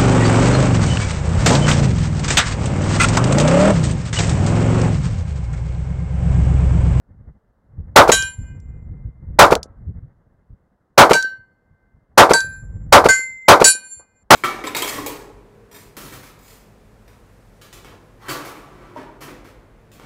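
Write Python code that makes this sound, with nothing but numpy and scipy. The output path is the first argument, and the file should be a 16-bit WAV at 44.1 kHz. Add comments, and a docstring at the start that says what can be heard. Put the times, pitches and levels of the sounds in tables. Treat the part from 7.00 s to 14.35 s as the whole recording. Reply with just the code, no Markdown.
"""Pistol shots at a steel plate

Seven shots on open grassland overload a small, close microphone; each blast scatters back from
the ground and a bank. Five bullets shatter on a steel plate and ring its modes, and one grazes
its frame. Spent cases and fragments tick on the ground; gusts buffet the microphone."""
import sys
import numpy as np
from scipy import signal
from scipy.fft import rfft, irfft
from scipy.io import wavfile

SR = 44100
rng = np.random.default_rng(int(sys.argv[2]) if len(sys.argv) > 2 else 0)


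def digitize_waveform(pressure):
    """Quantize a signal to 16-bit integers and store it at the path in sys.argv[1].

    Rows of a 2-D input are taken as channels; values are limited to [-1, 1].
    """
    field = np.atleast_2d(pressure).T
    bounded = np.clip(field, -1, 1)
    quanta = np.round(bounded * 32767).astype(np.int16)
    wavfile.write(sys.argv[1], SR, quanta)


N = 324135

# Muzzle blasts. Each row: start in seconds, gain in dB.
SHOTS = [(.959, -1), (2.3886, -1.5), (3.9774, 0), (5.176, -1), (5.924, -1), (6.4824, -1), (7.3048, -1)]
# Returns from the ground and objects further off. Each row: delay in seconds, 60 dB rise time in
# seconds, t60 in seconds, low, middle and treble gain in dB.
SCATTER = [(.003, .006, .14, 2, 16.5, 3), (.034, .09, .103, 8, 9, -27), (.0855, .042, .345, -22, -46, -70),
           (.1168, .003, .0135, -14, -12, -38), (.1213, .008, .05, -23, -58, -23),
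           (.1343, .018, .06, -16, -9, -16), (.1469, .095, .0146, -54, -13, -70),
           (.1757, .25, .075, -16, -26, -88), (.2206, .026, 1.6, -58, -59, -99)]
# Single echoes. Each row: delay in seconds, gain in dB, pitch in Hz.
ECHOES = [(.066, -6, 500), (.0705, -2, 701), (.0765, -4, 808), (.0935, -3, 802), (0.1164, -4.5, 851),
          (0.1188, -6, 752), (0.1239, -9, 772), (.1325, 9.5, 430), (0.1347, 11, 448.4), (.139, 9.5, 767.7),
          (.1428, -7.25, 550), (.147, -7.5, 439.4), (.182, -20.5, 605.6), (.268, -34, 420)]
# Blast spectra. Each row: frequency in Hz, relative density in dB.
BODY_SPECTRUM = [(35, -36), (60, -11.5), (194, -6), (424, -0.5), (557, 4), (994, 1), (1490, -3),
                 (1740, -14), (2170, -20), (2670, -33), (3500, -34.5), (4550, -59), (7700, -120)]
TREBLE_SPECTRUM = [(1180, -31), (2000, 0.5), (2770, -12), (4540, -8.5), (12100, -22), (15600, -27),
                   (16400, -48.5)]
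FRESH_SHARE = 0.37  # part of the body noise that changes from shot to shot
ROLL_DB, ROLL_T60_S = -44, 1.1


def gun():
    """The same ground answers every blast, so most scatter and all echoes repeat; far land rolls."""
    delay, rise, t60, *bands_db = np.transpose(SCATTER)[:, :, None]
    t = np.arange(-.002, .4, 1 / SR)
    shape_db = -60 * np.maximum((delay - t) / rise, (t - delay) / t60)
    shape_db = np.minimum(shape_db, 60 * (t - delay[0]) / rise[0])  # nothing returns before the blast
    envelopes = [gain_of(db + shape_db).sum(0) for db in bands_db]
    ground, echoes, out = noise(BODY_SPECTRUM, len(t)), np.zeros(len(t)), np.zeros(N)
    for lag, db, hz in ECHOES:
        add(echoes, lag - t[0], gain_of(db) * burst(hz, cycles=1.6))
    roll_db = ROLL_DB - 60 * np.arange(SR) / SR / ROLL_T60_S
    for start, db in SHOTS:
        body = np.sqrt(1 - FRESH_SHARE ** 2) * ground + FRESH_SHARE * noise(BODY_SPECTRUM, len(t))
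        low = signal.filtfilt(*signal.butter(2, 750, fs=SR), body)
        bands = low, body - low, noise(TREBLE_SPECTRUM, len(t))
        scatter = sum(band * envelope for band, envelope in zip(bands, envelopes))
        add(out, start + t[0], gain_of(db) * (scatter + echoes))
        add(out, start, gain_of(db + roll_db) * noise(ROAR_SPECTRUM, SR))
    return out


# Hits on the plate. Each row: start in seconds, pitch factor.
HITS = [(1.119, 1.0008), (4.1333, .9998), (5.334, 1.0005), (6.0865, .9988), (6.643, .9995)]
# Ring length in seconds for each hit.
RING_S = [1.2, .95, .7, .5, .59]
# Plate mode frequencies in Hz.
MODE_HZ = [925, 970, 1550, 1562, 2078, 2440, 2710, 2920, 3171, 3957, 4412, 4567, 5290, 5654, 6182, 6650,
           6971, 7308, 7585, 7888, 8086, 8690, 8865, 9372, 9845, 10968, 11348, 11775, 12470, 15090]
# Ring of each mode. Each row: t60 in seconds, then excitation in dB for each of the five hits.
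MODE_RING = [(0.14, -41, -14, -5, -24, -20.5), (1.2, -43, -55.5, -54, -52, -48),
             (0.9, -38.5, -13.5, -30.5, -8, -15.5), (0.82, -13, -19.5, -5, -28, -16),
             (4.3, -52, -63.5, -64, -15.5, -56.5), (1.1, -30, -61.5, -39.5, -35, -26),
             (0.3, -45, -52, -42, -49, -30), (0.8, -25, -43.5, -64.5, -38, -31.5),
             (0.48, -18.5, -42.5, -58.5, -35, -31.5), (0.35, -14.5, -21, -19.5, -37.5, -15.5),
             (0.75, -33, -32, -42, -27, -19), (0.25, -23, -15, -13, -17, -7),
             (0.29, -20, -30, -40, -24, -18), (0.35, -18.5, -23, -41, -30, -17),
             (0.2, -19, -33.5, -24, -26, -13.5), (0.24, -9, -30, -38.5, -23, -20),
             (0.32, -10.5, -29.5, -34.5, -8.5, -8), (1.0, -16, -50.5, -29.5, -17.5, -12.5),
             (0.17, -40, -40.5, -37, -23, -26.5), (0.22, -13.5, -27.5, -21, -20, -4),
             (0.067, -22.5, -34, -14, -37.5, -8.5), (0.15, -35, -35, -16, -29, -34.5),
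             (0.2, -37.5, -34, -40, -17.5, -17.5), (0.54, -16, -60.5, -48, -28, -6.5),
             (0.5, -42, -55, -42.5, -34.5, -60.5), (0.55, -30, -60.5, -33, -37, -40),
             (0.4, -28, -50.5, -42, -34, -22), (0.4, -36, -40, -53.5, -72, -36),
             (0.24, -55.5, -48, -48, -87.5, -51), (0.25, -30.5, -40.5, -47.5, -57.5, -70.5)]
# Ring contour per hit, before each mode's weight. Each row, for low then high modes: offset in dB,
# early fade time in seconds, early fade in dB, waver rate in Hz, depth in dB, phase in cycles.
CONTOURS = [
    [(5, .27, -20, 4.06, 5, .41), (-5.5, .5, -24, 5.5, 2.5, .06)],
    [(-6, .5, -9, 1.45, 9, .88), (-4.5, .42, -26.5, 3.5, 4.3, .39)],
    [(-5.5, .46, -19.5, 4.9, 2, .82), (-2, .44, -13, 4.67, 4.2, .8)],
    [(6.5, .26, -38, 3.73, 4, .28), (-3, .21, -14, 2.24, 7.5, .68)],
    [(1.1, .27, -21, 6.14, 2.5, .72), (-9, .99, -29, 3.63, 11, .86)],
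]
LOW_WEIGHT, HIGH_WEIGHT = 1.08, .92  # how strongly a mode's level follows the contour
BROAD_WEIGHT, BROAD_HZ = .45, (970, 2078, 10968)  # broadly radiating modes


def plate():
    """Steel modes ring down from each hit; their levels waver and the high ones flutter."""
    hz, (t60, *hits_db) = np.array(MODE_HZ)[:, None], np.transpose(MODE_RING)[:, :, None]
    sign = np.where(np.diff(hz, prepend=0, axis=0) < 30, -1, 1)  # a beating twin starts in antiphase
    high = np.clip(np.log(hz / 2600) / np.log(2.7), 0, 1)  # 0 for low modes, 1 for high
    weight = np.where(np.isin(hz, BROAD_HZ), BROAD_WEIGHT, (1 - high) * LOW_WEIGHT + high * HIGH_WEIGHT)
    out = np.zeros(N)
    for (start, pitch), db, length, (low_contour, high_contour) in zip(HITS, hits_db, RING_S, CONTOURS):
        t = np.arange(0, length, 1 / SR)
        shape_db = (1 - high) * contour_db(t, *low_contour) + high * contour_db(t, *high_contour)
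        rate, phase = rng.random((2, 3, len(hz), 1))
        flutter_db = 2.1 * np.sqrt(high) * np.sin(2 * np.pi * ((5 + 22 * rate) * t + phase)).sum(0)
        attack = np.minimum(hz * t / 12, 1)
        envelope = attack * gain_of(db - 60 * t / t60 + weight * shape_db + flutter_db)
        modes = sign * envelope * np.sin(2 * np.pi * pitch * hz * t)
        add(out, start, modes.sum(0) * signal.windows.tukey(len(t), .004))
    return out


def contour_db(t, offset_db, fade_s, fade_db, waver_hz, waver_db, phase):
    """The ring fades quickly at first, then lingers while its level wavers."""
    fade = np.sin(np.pi / 2 * np.minimum(t / fade_s, 1)) ** 2
    return offset_db + fade_db * fade + waver_db * np.cos(2 * np.pi * (waver_hz * t + phase))


# Relative clang level in dB for each hit.
CLANG_DB = [-12.5, -15.5, -16.5, -17.5, -11]
# Spectrum of the plate's small modes. Each row: frequency in Hz, relative level in dB.
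CLANG_SPECTRUM = [(700, -15), (1500, 0.5), (4000, -4.94), (8000, 0.5), (12000, -11.5), (16000, -22)]


def clang():
    """Many small plate modes die quickly; each hit drives them unevenly, over a fading hiss."""
    place, life = rng.random((2, 300, 1))
    hz, t60 = 700 + 15000 * place ** 2.5, .05 + .22 * life ** 2
    out, t = np.zeros(N), np.arange(12000) / SR
    points_hz, points_db = np.transpose(CLANG_SPECTRUM)
    mode_db = np.interp(np.log(hz), np.log(points_hz), points_db)
    modes = gain_of(mode_db - 60 * t / t60) * np.sin(2 * np.pi * hz * t)
    for (start, _), db in zip(HITS, CLANG_DB):
        drive = rng.standard_normal(len(hz)) ** 3 / np.sqrt(15 * len(hz))  # a few modes stand out
        add(out, start, gain_of(db + 9) * (drive @ modes))
        add(out, start, gain_of(db - 6.5 - 60 * t / .185) * noise(CLANG_SPECTRUM, len(t)))
    return out


# Bullet impacts; the second misses the plate. 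Each row: start in seconds, snap level in dB.
CRACKS = [(1.1184, -4.5), (2.5535, -11), (4.1335, -1.5), (5.3353, -4), (6.089, -29), (6.6428, -2)]


def cracks():
    """Each bullet shatters: a sharp snap and a fading spray of fragments."""
    out, t = np.zeros(N), np.arange(6000) / SR
    spray_spectrum = [(1500, -20), (3200, 1.5), (6000, 3.9), (10000, -10), (16000, -27.5)]
    snap, spray = gain_of(-60 * t / .0053), gain_of(-22 - 60 * t / .06)
    for start, db in CRACKS:
        add(out, start, gain_of(db) * (snap + spray) * noise(spray_spectrum, len(t)))
    return out


# Modes of the plate's frame. Each row: frequency in Hz, peak in dB, t60 in seconds.
FRAME_MODES = [(1310, -47, .45), (1610, -50, .35)]


def frame():
    """Grazed by the second bullet, the frame rings faintly."""
    out, t = np.zeros(N), np.arange(15000) / SR
    for hz, db, t60 in FRAME_MODES:
        add(out, CRACKS[1][0], gain_of(db - 60 * t / t60) * np.sin(2 * np.pi * hz * t))
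    return out


# Spent cases and fragments. Each row: start in seconds, level in dB, pitch in Hz.
TICKS = [(1.2245, -14.5, 5800), (1.6013, -50, 6800), (2.6308, -19.5, 5650), (4.2262, -15.5, 5670),
         (5.4056, -15, 5600)]


def ticks():
    """Light brass or lead lands: a few bright cycles and a short rattle."""
    out, t = np.zeros(N), np.arange(1500) / SR
    rattle_spectrum = [(1500, -22), (4000, 6), (6000, 11.5), (10000, -1), (15000, -30)]
    decay = gain_of(-8 - 60 * t / .016) + gain_of(-25 - 60 * t / .072)
    for start, db, hz in TICKS:
        add(out, start, gain_of(db) * burst(hz, cycles=4.3))
        add(out, start, gain_of(db) * decay * noise(rattle_spectrum, len(t)))
    return out


# A faint thump. Each row: start in seconds, level in dB.
THUMPS = [(6.993, -47.5)]


def thump():
    """A dull puff of noise with a soft attack."""
    out, t = np.zeros(N), np.arange(5000) / SR
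    attack = np.minimum(t / .0047, 1)
    for start, db in THUMPS:
        add(out, start, gain_of(db - 60 * t / .19) * attack * noise(BODY_SPECTRUM, len(t)))
    return out


# Gusts on the microphone. Each row: time in seconds, base rumble level in dB.
GUSTS = [(0.0, -62), (0.16, -41), (0.29, -43), (0.39, -61), (0.61, -66), (0.8, -30), (0.94, -40),
         (1.08, -33), (1.25, -35), (1.32, -48), (1.42, -37), (1.95, -33), (2.09, -37), (2.14, -50),
         (2.24, -33), (2.56, -28), (2.66, -48), (2.97, -33.5), (3.13, -53.5), (3.85, -68), (4.1, -54),
         (4.42, -63), (4.95, -62.5), (5.3, -51.5), (5.71, -31), (6.08, -32), (6.18, -55), (6.76, -70),
         (7.35, -60)]
# Wind spectra; the roar also colours the gun's roll. Each row: frequency in Hz, relative density in dB.
RUMBLE_SPECTRUM = [(8.8, -35), (15, -4.5), (43, 2.5), (114, -2.5), (171, -10.5), (282, -25), (413, -34.5),
                   (500, -31.5), (650, -61), (1100, -120)]
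ROAR_SPECTRUM = [(120, -22.5), (200, -6), (413, -22.5), (463, -17), (1120, -28.5), (2140, -32.5),
                 (2210, -57.5), (3000, -59), (3900, -86.5), (6600, -120)]
ROAR_DB, ROAR_DB_PER_GUST_DB = -45, .4


def wind():
    """Lumpy rumble and a thinner roar follow the gusts; both jump with the same small eddies."""
    gust_db = np.interp(np.arange(N) / SR, *np.transpose(GUSTS))
    eddies = noise([(2, -5.5), (5, 1.37), (15, 0), (40, -18)], N)
    rumble = noise(RUMBLE_SPECTRUM, N) * gain_of(gust_db + 2.6 * eddies)
    roar = noise(ROAR_SPECTRUM, N) * gain_of(ROAR_DB + ROAR_DB_PER_GUST_DB * gust_db + 3.1 * eddies)
    return rumble + roar


# Single wind buffets. Each row: start in seconds, slap level in dB.
BUFFETS = [(0.116, -38.5), (0.266, -29), (0.778, -24.5), (1.384, -19.5), (1.515, -24), (1.888, -24.5),
           (2.047, -20.5), (2.277, -21), (2.867, -17.5), (3.02, -28.5), (3.499, -31.5), (4.382, -44.5),
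           (4.701, -47.5), (4.941, -42.5), (5.443, -31), (5.619, -28), (5.751, -20.5), (6.963, -49)]


def buffets():
    """Pressure slaps the capsule inside a short swell of rumble."""
    out = np.zeros(N)
    for start, db in BUFFETS:
        add(out, start, gain_of(db) * burst(hz=89, cycles=1.8))
        add(out, start - .02, gain_of(db - 7) * np.hanning(4000) * noise(RUMBLE_SPECTRUM, 4000))
    return out


def hiss(level_db=-70.5):
    """A faint, dull, steady noise floor."""
    spectrum = [(150, -5.5), (450, -.54), (1700, -11.5), (2200, -29), (16000, -39)]
    return gain_of(level_db) * noise(spectrum, N)


def gain_of(db):
    return 10 ** (np.asarray(db) / 20)


def noise(spectrum, size):
    """Noise of rms 1, coloured by (Hz, relative dB) points."""
    points_hz, points_db = np.transpose(spectrum)
    hz = np.fft.rfftfreq(size, 1 / SR)
    colour = gain_of(np.interp(np.log(hz + 1), np.log(points_hz + 1), points_db, -90, -90))
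    coloured = irfft(rfft(rng.standard_normal(size)) * colour, size)
    return coloured / np.sqrt(np.mean(coloured ** 2) + 1e-20)


def burst(hz, cycles):
    """A few sine cycles under a smooth bump."""
    progress = np.linspace(0, 1, int(cycles * SR / hz))
    return np.sin(2 * np.pi * cycles * progress) * np.sin(np.pi * progress)


def add(mix, start_s, sound):
    part = mix[round(start_s * SR):][:len(sound)]
    part += sound[:len(part)]


def scene():
    """Mono mix at the microphone; moving air roughens the plate's far ring."""
    floor = hiss()
    moving_air = 1 + .09 * noise([(6, -4), (30, .1), (200, -16)], N)
    far = moving_air * plate() + clang() + cracks() + frame() + thump()
    return (gun() + far + ticks() + wind() + buffets() + floor)[None]


def record(dry):
    """The capsule overloads with a rounded knee; coupling sags the flat tops; then a low-pass."""
    ceiling, knee = .86, 5.5
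    coupling_hz, edge_hz = 45, 16000
    squashed = dry / (1 + abs(dry / ceiling) ** knee) ** (1 / knee)
    coupled = signal.lfilter(*signal.butter(1, coupling_hz, "high", fs=SR), squashed)
    low_pass = signal.firwin(511, edge_hz, window=("kaiser", 9), fs=SR)
    return signal.oaconvolve(coupled, low_pass[None], "same")


dry = scene()
out = record(dry)
digitize_waveform(out)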